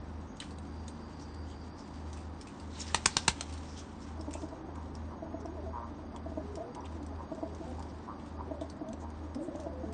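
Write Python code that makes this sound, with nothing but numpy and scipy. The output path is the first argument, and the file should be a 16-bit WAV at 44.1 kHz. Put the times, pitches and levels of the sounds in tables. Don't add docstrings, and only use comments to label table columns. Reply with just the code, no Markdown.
import sys
import numpy as np
from scipy import signal
from scipy.fft import rfft, irfft
from scipy.io import wavfile
from scipy.ndimage import uniform_filter1d

SR = 44100
rng = np.random.default_rng(int(sys.argv[2]) if len(sys.argv) > 2 else 0)


def materialize(psi):
    bounded = np.clip(np.atleast_2d(psi).T, -1, 1)
    quanta = np.round(bounded * 32767).astype(np.int16)
    wavfile.write(sys.argv[1], SR, quanta)


def to_linear_factor(level_db):
    exponent = np.asarray(level_db, float) / 20
    return 10 ** exponent


N = 437913
TIME = np.arange(N) / SR

# pitch_hz, level_db
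AIR_COLOUR = [(25, -14), (50, -10.5), (90, -4.5), (131, -11), (284, -7), (458, -15.5), (879, -15),
              (1400, -22), (2220, -35), (4160, -46), (7590, -56.5), (8900, -46), (9500, -73.5)]
AIR_DB = -48.5
# [(multiple, level_db)]
MOTORS = [
    (12.86, [(8, -73.5), (16, -68), (17, -67), (18, -64), (20, -65.5), (21, -63), (23, -73), (24, -63.5), (26, -66), (28, -65.5)]),
    (12.915, [(4, -60), (16, -59.5), (18, -60.5)]),
    (41.07, [(2, -56.5), (3, -73.5), (4, -69.5)]),
    (78.84, [(2, -60.5)]),
]
BEAT_HZ = 77.41, 78.84
BEAT_DB, BEAT_LOUDEST_S = (-52, -48), 0.75
THROB_HZ = 282.9, 284.33
THROB_DB, THROB_LOUDEST_S = (-64.5, -60.5), 0.6
# middle_s, half_length_s, level_db
LOW_BOUTS = [(1.35, 0.73, -64.5), (7.3, 0.98, -78.5)]
# middle_s, half_length_s, level_db
HIGH_BOUTS = [(0.351, 0.11, -75.5), (5.3, 0.78, -83.5)]
LOW_DRONE_DB, HIGH_DRONE_DB = -73, -80.5
# pitch_hz, level_db
HIGH_LINES = [(6540, 1), (5910, -6.5), (5660, -7)]
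FLOCK_START_S, FLOCK_PER_S, FLOCK_DB, FLOCK_HZ, FLOCK_MS = 4.15, 45, -54, 330, 50.7

# time_s, level_db
STIRRING = [(0.0, -65), (0.298, -68), (0.9, -64), (1.66, -65), (2.03, -62.5), (2.25, -66), (2.7, -62.5),
            (2.789, -49), (3.121, -52), (3.45, -56.5), (4.051, -63), (4.88, -68), (7.46, -66), (7.68, -64),
            (8.632, -68), (9.93, -66.5)]
# pitch_hz, level_db
RUSTLE_COLOUR = [(470, -53.5), (800, -2.5), (3950, -4), (4770, -9), (5480, -4.5), (8900, -11),
                 (9590, -24.5), (10000, -84)]
# middle_s, level_db, centre_hz, length_s
SWISHES = [(0.425, -47.5, 1940, 0.009), (0.436, -60.5, 4200, 0.054), (1.2, -59, 4500, 0.012),
           (4.36, -59, 2580, 0.04), (4.345, -55.5, 7200, .012), (4.318, -62.5, 5500, .02),
           (4.408, -60.5, 6600, .008), (7.9, -60.5, 5000, .025), (7.7, -62, 9000, 0.011),
           (4.363, -64.5, 7600, 0.06), (4.388, -63, 5600, 0.055), (1.225, -57.5, 5500, 0.037),
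           (1.508, -67, 6700, 0.072), (1.5, -64, 3150, 0.083), (1.8, -58, 5330, 0.047),
           (2.759, -56.5, 4000, 0.073), (2.811, -42.5, 6600, 0.035), (2.824, -55, 3970, 0.015),
           (2.883, -49, 5120, 0.034), (3.13, -53, 4450, 0.072), (3.22, -51, 5130, 0.065),
           (3.72, -59.5, 5340, 0.12), (3.788, -56, 3290, 0.05), (3.791, -53, 5670, 0.048),
           (3.8, -63.5, 5230, 0.044), (4.032, -60, 5420, 0.044), (4.425, -63.5, 6300, 0.065),
           (5.408, -64, 5700, 0.026), (6.86, -55, 3020, 0.017), (6.858, -60.5, 7500, .012),
           (8.2, -61, 2800, .008), (7.803, -69, 4990, 0.07), (9.016, -63, 6560, 0.04),
           (9.437, -63.5, 8140, 0.058)]
# start_s, peak_db, centre_hz, scrape_t60_s
SCRAPES = [(0.3686, -40, 5860, 0.092), (0.4014, -31.5, 3090, 0.28), (0.5067, -41.5, 4480, 0.17),
           (0.5844, -42, 8310, 0.097), (0.8802, -34, 8500, 0.11), (1.3443, -46.5, 4700, 0.058),
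           (1.5, -47, 3140, 0.14), (1.8764, -45.5, 5000, 0.11), (2.1288, -36.5, 6050, 0.19),
           (2.171, -38, 2540, 0.26), (2.4109, -32.5, 5340, 0.13), (2.4708, -38.5, 2570, 0.17),
           (2.5983, -41, 4740, 0.2), (3.775, -38.5, 6320, 0.21), (4.308, -41.5, 2670, 0.15),
           (4.4173, -43, 5250, 0.19), (8.6101, -39.5, 3450, 0.19), (8.6997, -41.5, 8430, 0.11),
           (8.764, -49.5, 7500, .1), (9.5991, -38, 6150, 0.15)]
# start_s, peak_db, centre_hz
TAPS = [(3.525, -40, 4550), (3.5374, -37, 4530), (3.577, -37.5, 4220), (4.0031, -48.5, 5570),
        (4.209, -41, 5300), (4.3368, -32.5, 7570), (4.33, -40, 7000), (4.487, -44, 5310),
        (4.7554, -45.5, 2260), (4.951, -39.5, 5480), (5.4563, -45, 5400), (6.1609, -38.5, 3250),
        (6.554, -35.5, 5460), (6.7477, -41, 3280), (6.8052, -48.5, 5600), (7.0277, -46.5, 6470),
        (7.0633, -44.5, 8150), (7.348, -44.5, 6540), (7.5471, -43, 6230), (7.6774, -47.5, 2840),
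        (7.792, -41, 6900), (7.8245, -39, 4580), (8.26, -48, 3220), (8.886, -45, 6280), (8.9304, -42, 2590),
        (9.1013, -47, 6040), (9.634, -51.5, 6530), (9.9255, -39.5, 8500), (9.3462, -38.5, 5290),
        (9.556, -43.5, 6700)]
TAP_T60_S = 0.073
# start_s, peak_db, pitch_hz
PINGS = [(0.4014, -33.5, 3960), (0.4003, -39, 8250), (.418, -41, 1930), (.584, -49.5, 3880),
         (0.882, -44.5, 4030), (0.8793, -41.5, 6750), (2.767, -46, 1580), (2.8, -39.5, 5450),
         (2.807, -45, 2240), (2.812, -37, 3820), (2.8146, -32.5, 5430), (2.8763, -49, 5400),
         (2.884, -46, 5400), (2.901, -41, 1780), (4.194, -53, 5380), (4.212, -46, 5400),
         (4.33, -49.5, 5500), (4.3372, -41, 7000), (4.337, -37, 8300), (4.952, -45.5, 5250),
         (5.457, -52, 5800), (6.749, -53.5, 8600), (6.75, -51, 2150), (8.611, -53, 3500),
         (8.6989, -44.5, 4550), (8.6992, -48, 6050), (8.71, -52.5, 4600), (8.887, -52.5, 3450),
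         (8.93, -50.5, 7800), (4.338, -44, 2600), (4.364, -49.5, 2600), (4.416, -53.5, 5260),
         (4.423, -51, 3540), (6.749, -48.5, 6230), (6.806, -51.5, 5800), (6.846, -48.5, 2750),
         (6.856, -48.5, 3600), (6.859, -47.5, 2420), (7.064, -52.5, 5880), (8.9304, -53.5, 2700),
         (8.93, -51.5, 4200), (8.9309, -49, 6100)]
PING_T60_S, PING_PARTNER_RATIO, PING_PARTNER_DB = 0.024, 0.92, -4.5

# start_s, length_s, level_db, throat_first_hz, throat_last_hz
GASPS = [(4.747, 0.079, -48.5, 1020, 1000), (5.1, 0.058, -46, 980, 1060), (5.724, .175, -42.5, 952, 1110),
         (6.136, 0.052, -48, 1006, 960), (6.753, 0.094, -44, 870, 1010), (7.179, 0.057, -44.5, 907, 1030),
         (7.776, 0.055, -44.5, 820, 910), (8.069, .075, -42.5, 920, 1220), (8.38, 0.055, -41, 885, 1060),
         (9.012, .075, -47, 850, 950)]
# first_hz, last_hz
GASP_RATES = [(119, 112), (116.7, 100), (119.8, 114), (116, 116), (113.6, 140), (112.2, 119), (115.6, 117),
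              (110, 124), (107.4, 122), (115.7, 116)]
GASP_RISE_S, GASP_HELD_PART = 0.032, 0.53
GASP_START_DB, GASP_HELD_DB, GASP_END_DB = -7.5, -5, -17
GASP_WIDTH_HZ, GASP_CHEST_HZ, GASP_CHEST_DB = 235, 640, -11.5
# start_s, length_s, level_db, first_hz, last_hz
LOW_HOOTS = [(4.297, .04, -49, 335, 344), (4.392, .035, -49.5, 385, 403), (4.579, 0.083, -49, 343, 307),
             (5.66, 0.06, -51, 212, 232), (7.103, .06, -51, 263, 284), (7.327, 0.033, -45, 308, 373),
             (9.201, .11, -53, 326, 283), (5.389, 0.067, -51, 404, 420), (5.484, 0.073, -47, 312, 380),
             (5.55, 0.022, -40, 390, 315), (5.585, 0.055, -54, 442, 395), (5.635, 0.03, -42.5, 378, 380),
             (6.412, 0.13, -49, 403, 413), (6.542, 0.028, -45.5, 427, 344), (6.745, 0.088, -50, 362, 330),
             (6.594, 0.13, -52, 428, 485), (6.975, 0.078, -52, 309, 286), (7.467, 0.081, -49.5, 411, 404),
             (7.562, .04, -49.5, 425, 363), (7.625, 0.11, -49.5, 224, 251), (8.33, 0.13, -56, 372, 397),
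             (8.811, 0.031, -41.5, 350, 245), (8.884, 0.06, -46.5, 218, 223), (9.363, .12, -43, 271, 353.5),
             (9.511, 0.072, -46.5, 345, 312), (9.849, 0.08, -49, 450, 429), (9.86, 0.041, -43.5, 208, 216)]
# start_s, length_s, level_db, first_hz, last_hz
HIGH_HOOTS = [(5.566, 0.052, -48, 687, 590), (5.66, 0.036, -48, 696, 632), (6.581, 0.055, -43, 577, 685),
              (7.122, 0.019, -48.5, 660, 627), (7.364, 0.038, -45.5, 620, 621),
              (7.444, 0.039, -56, 613, 635), (7.61, 0.062, -50.5, 633, 691), (8.627, .025, -53, 630, 605),
              (6.384, 0.045, -50.5, 638, 620), (7.662, 0.05, -51.5, 743, 780), (7.665, .065, -51, 510, 519),
              (8.545, 0.041, -48, 577, 610), (8.824, 0.094, -49.5, 620, 660), (9.388, .05, -45, 642, 547),
              (9.502, 0.064, -50, 512, 575), (9.559, 0.04, -46, 590, 600), (9.611, 0.073, -45, 640, 551),
              (9.715, 0.14, -50, 520, 509), (9.868, 0.071, -53, 670, 680), (7.618, 0.04, -53.5, 876, 900)]
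HOOT_RISE_S, HOOT_FALL_S = 0.0038, 0.0098
# start_s, peak_db, pitch_hz, octave_db
GRUMBLES = [(4.194, -40, 323, -9.5), (4.275, -34, 292, -8), (4.352, -41, 294, 0), (4.429, -34, 309, -9.5),
            (4.519, -38.5, 315, -8), (4.679, -39, 345, -11.5)]
# start_s, peak_db, pitch_hz, octave_db
POPS = [(5.222, -34.5, 319, -4.5), (5.272, -40.5, 298.5, -13), (5.338, -34, 324, -5),
        (5.452, -36, 333, -2.5), (5.909, -41.5, 302, -14), (6.259, -36.5, 321, -3), (6.318, -41, 307, -1.5),
        (6.373, -31.5, 305, -2.5), (6.567, -34, 330, -8.5), (6.948, -38, 341, -19.5), (7.316, -34, 309, -3),
        (7.358, -50.5, 323, -8), (7.427, -30.5, 321, -3.5), (7.6, -35, 342, -14),
        (8.469, -38.5, 373, -20.5), (8.51, -32.5, 308.5, -3.5), (8.613, -32, 314, -3),
        (8.808, -35.5, 334, -8.5), (8.931, -42, 276, -6.5), (9.02, -41.5, 336, -15),
        (9.353, -33.5, 256, -13.5), (9.477, -32.5, 303, -7), (9.55, -35, 284, -0.5), (9.594, -41, 295, 1),
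        (9.662, -32.5, 327, -4.5), (9.83, -32, 330, -12.5)]
POP_MS, POP_MS_PER_DB, THIRD_DB, THIRD_PER_DB = 15.8, 1.1, -8, 1.5
GRUMBLE_THIRD_DB = 9.5

# start_s, peak_db, thump_db, gust_db
CLAPS = [
    (2.945, -7.5, -10, -29),
    (3.0569, -8, -14, -23.5),
    (3.1668, -7.5, -13, -26.5),
    (3.2792, -4.5, -12, -22),
    (3.4081, -16, -23.5, -41),
]
# lag_ms, level_db, air_pocket_hz
SECOND_WINGS = [(0.13, -11, 895), (2.6, 2.5, 930), (0.7, -1, 780), (2.25, -9.5, 905), (0.13, 0, 700)]
# pitch_hz, level_db
SHAFTS = [
    [(4460, -20.5), (1220, -18.5), (1890, -14), (2550, -21), (3700, -23), (6110, -19)],
    [(6230, -22), (8800, -20), (595, -26.5), (1117, -19.5), (1540, -20.5), (2430, -17.5), (2940, -19)],
    [(3770, -13), (420, -24), (1580, -17), (5440, -17.5), (7340, -18.5), (4340, -22)],
    [(3570, -15), (380, -22.5), (1650, -15.5), (2820, -20.5), (4200, -14), (5270, -22)],
    [(4200, -17), (1310, -18.5), (3280, -20), (5900, -17), (6360, -16), (8380, -16.5)],
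]
SHAFT_T60_S, GUST_T60_S = 0.02, 0.1
# pitch_hz, level_db
CLAP_COLOUR = [(500, -26.5), (1300, -11), (2300, -0.5), (3800, -3), (4600, -4), (8670, -3.5), (9310, -10.5),
               (10500, -27.5)]
FULL_THUMP_DB, SPREAD_MS, SPREAD_PER_DB = -11.5, 0.75, 6.5
# pitch_hz, threshold_db over the usual level
GATE = [(2500, -8.5), (5000, -4.5), (7400, 3), (8600, -0.5), (9300, 7)]


def level(x, db):
    return x * to_linear_factor(db) / np.sqrt(np.mean(x ** 2))


def peak(x, db):
    return x * to_linear_factor(db) / np.abs(x).max()


def colour(x, points):
    hz, db = np.transpose(points)
    bins = np.arange(len(x) // 2 + 1) * SR / len(x) + 1
    return irfft(rfft(x) * to_linear_factor(np.interp(np.log(bins), np.log(hz), db)), len(x))


def band(x, hz, width_hz):
    return signal.lfilter(*signal.iirpeak(hz, hz / width_hz, fs=SR), x)


def walk(rate):
    hold = int(SR / rate)
    steps = np.repeat(rng.standard_normal(N // hold + 1), hold)
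    return 0.87 * uniform_filter1d(uniform_filter1d(steps, hold), hold)[:N]


def fade(s, t60):
    return np.exp(-np.log(1000) * s / t60)


def sine(hz):
    return np.sin(2 * np.pi * np.cumsum(hz) / SR)


def add(out, start, x):
    i = int(start * SR)
    out[i:i + len(x)] += x[:N - i]


def played(length, rise_s, fall_s):
    s = np.arange(0, length, 1 / SR)
    edge = np.clip(np.minimum(s / rise_s, (length - s) / fall_s), 0, 1)
    return s / length, edge


def air():
    noise, out = colour(rng.standard_normal(N), AIR_COLOUR), 0
    for hz in 30 * 2. ** np.arange(9):
        octave = colour(noise, [(hz / 2, -40), (hz / 1.3, -3), (hz, 0), (hz * 1.3, -3), (hz * 2, -40)])
        out = out + octave * to_linear_factor(0.44 * walk(15.0) + 0.25 * walk(0.17))
    return level(out, AIR_DB)


def beating(tones_hz, tones_db, loudest_s, sway_db, sway_rate):
    out = 0
    for hz, db in zip(tones_hz, tones_db):
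        out = out + to_linear_factor(db + sway_db * walk(sway_rate)) * np.sin(2 * np.pi * hz * (TIME - loudest_s))
    return out


def machines():
    out = beating(BEAT_HZ, BEAT_DB, BEAT_LOUDEST_S, 1.3, 3.5)
    out = out + beating(THROB_HZ, THROB_DB, THROB_LOUDEST_S, 1.4, 5.9)
    for shaft_hz, harmonics in MOTORS:
        for multiple, db in harmonics:
            tone = np.sin(2 * np.pi * (multiple * shaft_hz * TIME + rng.random()))
            out = out + to_linear_factor(db + 3.1 * walk(2.15)) * tone
    return np.sqrt(2) * out


def bouts(drone_db, rows):
    return to_linear_factor(drone_db) + sum(to_linear_factor(db) * np.exp(-((TIME - s) / half) ** 2) for s, half, db in rows)


def insects():
    noise = rng.standard_normal((2, N))
    core = sine(4740 + 45 * walk(1.5) + 25 * walk(60)) * to_linear_factor(3.0 * walk(6))
    buzz = level(band(band(noise[0], 4730, 420), 4730, 420), 0)
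    low = (buzz + to_linear_factor(-3.5) * core) * to_linear_factor(2.0 * walk(40))
    high = sum(to_linear_factor(db) * band(band(noise[1], hz, 22), hz, 22) for hz, db in HIGH_LINES)
    low_song = level(low, -4.5) * bouts(LOW_DRONE_DB, LOW_BOUTS)
    return low_song + level(high, -1.2) * bouts(HIGH_DRONE_DB, HIGH_BOUTS)


def flock():
    out, u = np.zeros(N), np.linspace(0, 1, int(FLOCK_MS / 1000 * SR))
    for k, (wait, tune, glide, size) in enumerate(rng.standard_normal((600, 4))):
        start = FLOCK_START_S + (k + wait) / FLOCK_PER_S
        hz = FLOCK_HZ * np.exp(0.1575 * np.clip(tune, -1.5, 1.2) + 0.13 * glide * u)
        phase = 2 * np.pi * np.cumsum(hz) / SR
        tone = to_linear_factor(1.5) * np.sin(phase) + to_linear_factor(-2.5) * np.sin(2 * phase) + to_linear_factor(-8) * np.sin(3 * phase)
        if start < N / SR:
            add(out, start, to_linear_factor(FLOCK_DB + 3.1 * min(size, 0.6)) * np.sin(np.pi * u) ** 2 * tone)
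    return out


def rustle():
    s, db = np.transpose(STIRRING)
    flicker_db = 2 * walk(30) + 2.5 * walk(300)
    hiss = colour(rng.standard_normal(N), RUSTLE_COLOUR) * to_linear_factor(flicker_db)
    return level(hiss, -0.9) * to_linear_factor(np.interp(TIME, s, db))


def swishes():
    out = np.zeros(N)
    for middle, db, hz, length in SWISHES:
        u = np.linspace(-2, 2, int(2 * length * SR))
        noise, grit = rng.standard_normal((2, SR // 4))[:, :len(u)]
        grit_db = 2.0 * np.repeat(grit, 120)[:len(u)]
        barbs = band(noise * to_linear_factor(grit_db), hz, 0.18 * hz)
        add(out, middle - length, level(barbs, db) * np.exp(-u ** 2))
    return out


def ticks():
    out, s = np.zeros(N), np.arange(SR // 5) / SR
    for start, db, hz, t60 in SCRAPES + [(*tap, TAP_T60_S) for tap in TAPS]:
        noise, grit = rng.standard_normal((2, len(s)))
        slips = to_linear_factor(1.9 * np.repeat(grit, 80)[:len(s)])
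        strength = fade(s, 0.014) + 0.35 * slips * fade(s, max(t60, 0.01))
        scrape = noise * np.clip(s / 0.0012, 0, 1) * strength
        wide = scrape - band(scrape, 500, 1300)
        add(out, start, peak(band(scrape, hz, 360) + 0.43 * wide, db))
    return out


def pings():
    out, s = np.zeros(N), np.arange(SR // 20) / SR
    for start, db, hz in PINGS:
        partner = np.sin(2 * np.pi * PING_PARTNER_RATIO * hz * s)
        pair = np.sin(2 * np.pi * hz * s) + to_linear_factor(PING_PARTNER_DB) * partner
        add(out, start, peak(pair * np.clip(s / 0.0005, 0, 1) * fade(s, PING_T60_S), db))
    return out


def gasps():
    out, s = np.zeros(N), np.arange(SR // 40) / SR
    swell = np.pi * GASP_WIDTH_HZ * s
    ring_shape = swell * np.exp(1 - swell)
    chest = to_linear_factor(GASP_CHEST_DB) * np.sin(2 * np.pi * GASP_CHEST_HZ * s) * ring_shape
    contour_db = [GASP_START_DB, 0, GASP_HELD_DB, GASP_END_DB]
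    for (start, length, top_db, first_hz, last_hz), rates in zip(GASPS, GASP_RATES):
        u, edge = played(length, 0.0067, 0.007)
        db = top_db + np.interp(u, [0, GASP_RISE_S / length, GASP_HELD_PART, 1], contour_db)
        hz = first_hz + (last_hz - first_hz) * u
        chance = rng.standard_normal((40, 3))
        rate = np.interp(np.arange(40) / np.mean(rates) / length, [0, 1], rates)
        beats = np.cumsum(SR / rate * (1 + 0.018 * chance[:, 0])).astype(int)
        for i, (_, size, tune) in zip(beats[beats < len(db)], chance):
            throat = np.sin(2 * np.pi * hz[i] * (1 + 0.015 * tune) * s) * ring_shape
            add(out, start + i / SR, edge[i] * to_linear_factor(db[i] + 10 + 1.8 * size) * (throat + chest))
    return out


def hoots():
    out, waver, flutter = np.zeros(N), walk(40), walk(35) + 0.7 * walk(110)
    for start, length, db, first_hz, last_hz in LOW_HOOTS + HIGH_HOOTS:
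        u, edge = played(length, HOOT_RISE_S, HOOT_FALL_S)
        hz = first_hz + (last_hz - first_hz) * np.sin(u * np.pi / 2)
        part = np.minimum(int(start * SR) + np.arange(len(hz)), N - 1)
        tone = sine(hz * (1 + 0.022 * waver[part]))
        add(out, start, np.sqrt(2) * edge * to_linear_factor(db + 1.8 * flutter[part]) * tone)
    return out


def pops():
    out = np.zeros(N)
    calls = [(*p, GRUMBLE_THIRD_DB) for p in GRUMBLES] + [(*p, 0) for p in POPS]
    for start, db, hz, octave_db, open_db in calls:
        ms = POP_MS - POP_MS_PER_DB * octave_db
        third_db = THIRD_DB + open_db + THIRD_PER_DB * octave_db
        u = np.linspace(0, 1, int(1.25 * ms / 1000 * SR))
        phase = 2 * np.pi * np.cumsum(hz * (1.03 - 0.081 * u)) / SR
        shape = u ** 2.55 * np.exp(-(u / 0.38) ** 2) / 0.032
        tone = np.cos(phase) + to_linear_factor(octave_db + 2.0) * np.cos(2 * phase + np.pi * u)
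        tone += to_linear_factor(third_db + 3.0) * np.cos(3 * phase) * np.exp(-u / 0.95)
        tone *= 1 + 0.34 * np.cos(phase / 2)
        breath = band(rng.standard_normal(SR // 10), 810, 300)[-len(u):]
        add(out, start - 0.0045, to_linear_factor(db) * shape * (tone + to_linear_factor(octave_db - 8.5) * breath))
    return out


def quill_crack(noise, touch, bright_hz, spread, stagger, second_db):
    quills = colour(noise, CLAP_COLOUR)
    quills += 0.82 * band(quills, bright_hz, 2200)
    burst = np.exp(-((touch - 0.0012) / spread) ** 2)
    burst += to_linear_factor(second_db) * np.exp(-((touch - 0.0013 - stagger) / spread) ** 2)
    burst += to_linear_factor(second_db - 4.5) * (touch > 0.0012) * (touch < 0.0013 + 1.6 * stagger)
    brush = to_linear_factor(-20) * ((touch + 0.003) / 0.0028) ** 3 * (touch < 0)
    brush += to_linear_factor(-13) * fade(touch, 0.096) * (touch >= 0)
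    return quills * (burst + brush)


def pocket_thump(noise, s, late, hz, stagger, second_db):
    thump = sine(hz * (1 + 0.33 * np.exp(-late / 0.0006)) * (late > 0)) * fade(late, 0.02)
    thump = thump + to_linear_factor(second_db + 3.0) * np.interp(s - stagger, s, thump)
    return thump + band(noise, hz, 450) * fade(late, 0.035) * 2.2 * (late > 0)


def wing_gust(late):
    swing = sine(50 + 340 * np.exp(-late / 0.0055))
    return swing * np.clip(late / 0.0043, 0, 1) * fade(late, GUST_T60_S)


def claps():
    out, s = np.zeros(N), np.arange(SR // 8) / SR
    touch = s - 0.003
    late = np.maximum(touch - 0.0011, 0)
    for clap, second_wing, rings in zip(CLAPS, SECOND_WINGS, SHAFTS):
        start, db, thump_db, gust_db = clap
        lag_ms, second_db, hz = second_wing
        stagger = lag_ms / 1000
        slack_db = np.clip(thump_db - FULL_THUMP_DB, -3, 0)
        spread = SPREAD_MS * to_linear_factor(SPREAD_PER_DB * slack_db) / 2000
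        noise = rng.standard_normal((2, len(s)))
        crack = quill_crack(noise[0], touch, rings[0][0], spread, stagger, second_db)
        thump = pocket_thump(noise[1], s, late, hz, stagger, second_db)
        shafts = sum(to_linear_factor(ring_db) * np.sin(2 * np.pi * ring_hz * late) for ring_hz, ring_db in rings)
        sound = peak(crack, db - 2.0) + peak(thump, db + thump_db)
        sound += peak(wing_gust(late), db + gust_db) + to_linear_factor(db) * shafts * fade(late, SHAFT_T60_S)
        add(out, start - 0.003, sound)
    return out


def loft(x, t60, db):
    s = np.arange(SR // 3) / SR
    tail = colour(rng.standard_normal(len(s)), [(2000, -1.5), (9000, -6.5)])
    tail *= fade(s, t60) * np.clip(s / 0.0033, 0, 1)
    return x + to_linear_factor(db) * signal.fftconvolve(x, tail / np.sqrt(np.sum(tail ** 2)))[:N]


def scene():
    voices = loft(flock() + gasps() + hoots() + pops(), t60=0.37, db=-11)
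    near = loft(swishes() + ticks() + pings() + claps(), t60=0.13, db=-13.0)
    return (air() + machines() + insects() + rustle() + voices + near)[None]


def band_limit(x):
    return signal.sosfilt(signal.butter(12, 10280, fs=SR, output="sos"), x)


def record(dry):
    cut = signal.sosfilt(signal.cheby1(12, 0.5, 9080, fs=SR, output="sos"), dry)
    hz, _, lines = signal.stft(cut, SR, nperseg=2048)
    power = uniform_filter1d(np.abs(lines) ** 2, size=2, axis=1)
    gate_hz, gate_db = np.transpose(GATE)
    threshold = np.median(power, axis=2) * to_linear_factor(2 * np.interp(hz, gate_hz, gate_db, left=-60))
    opening = np.clip(power / threshold[..., None], 0, 1) ** 3
    gated = signal.istft(lines * opening, SR, nperseg=2048)[1][:, :N]
    return band_limit(gated)


dry = scene()
out = record(dry)
materialize(out)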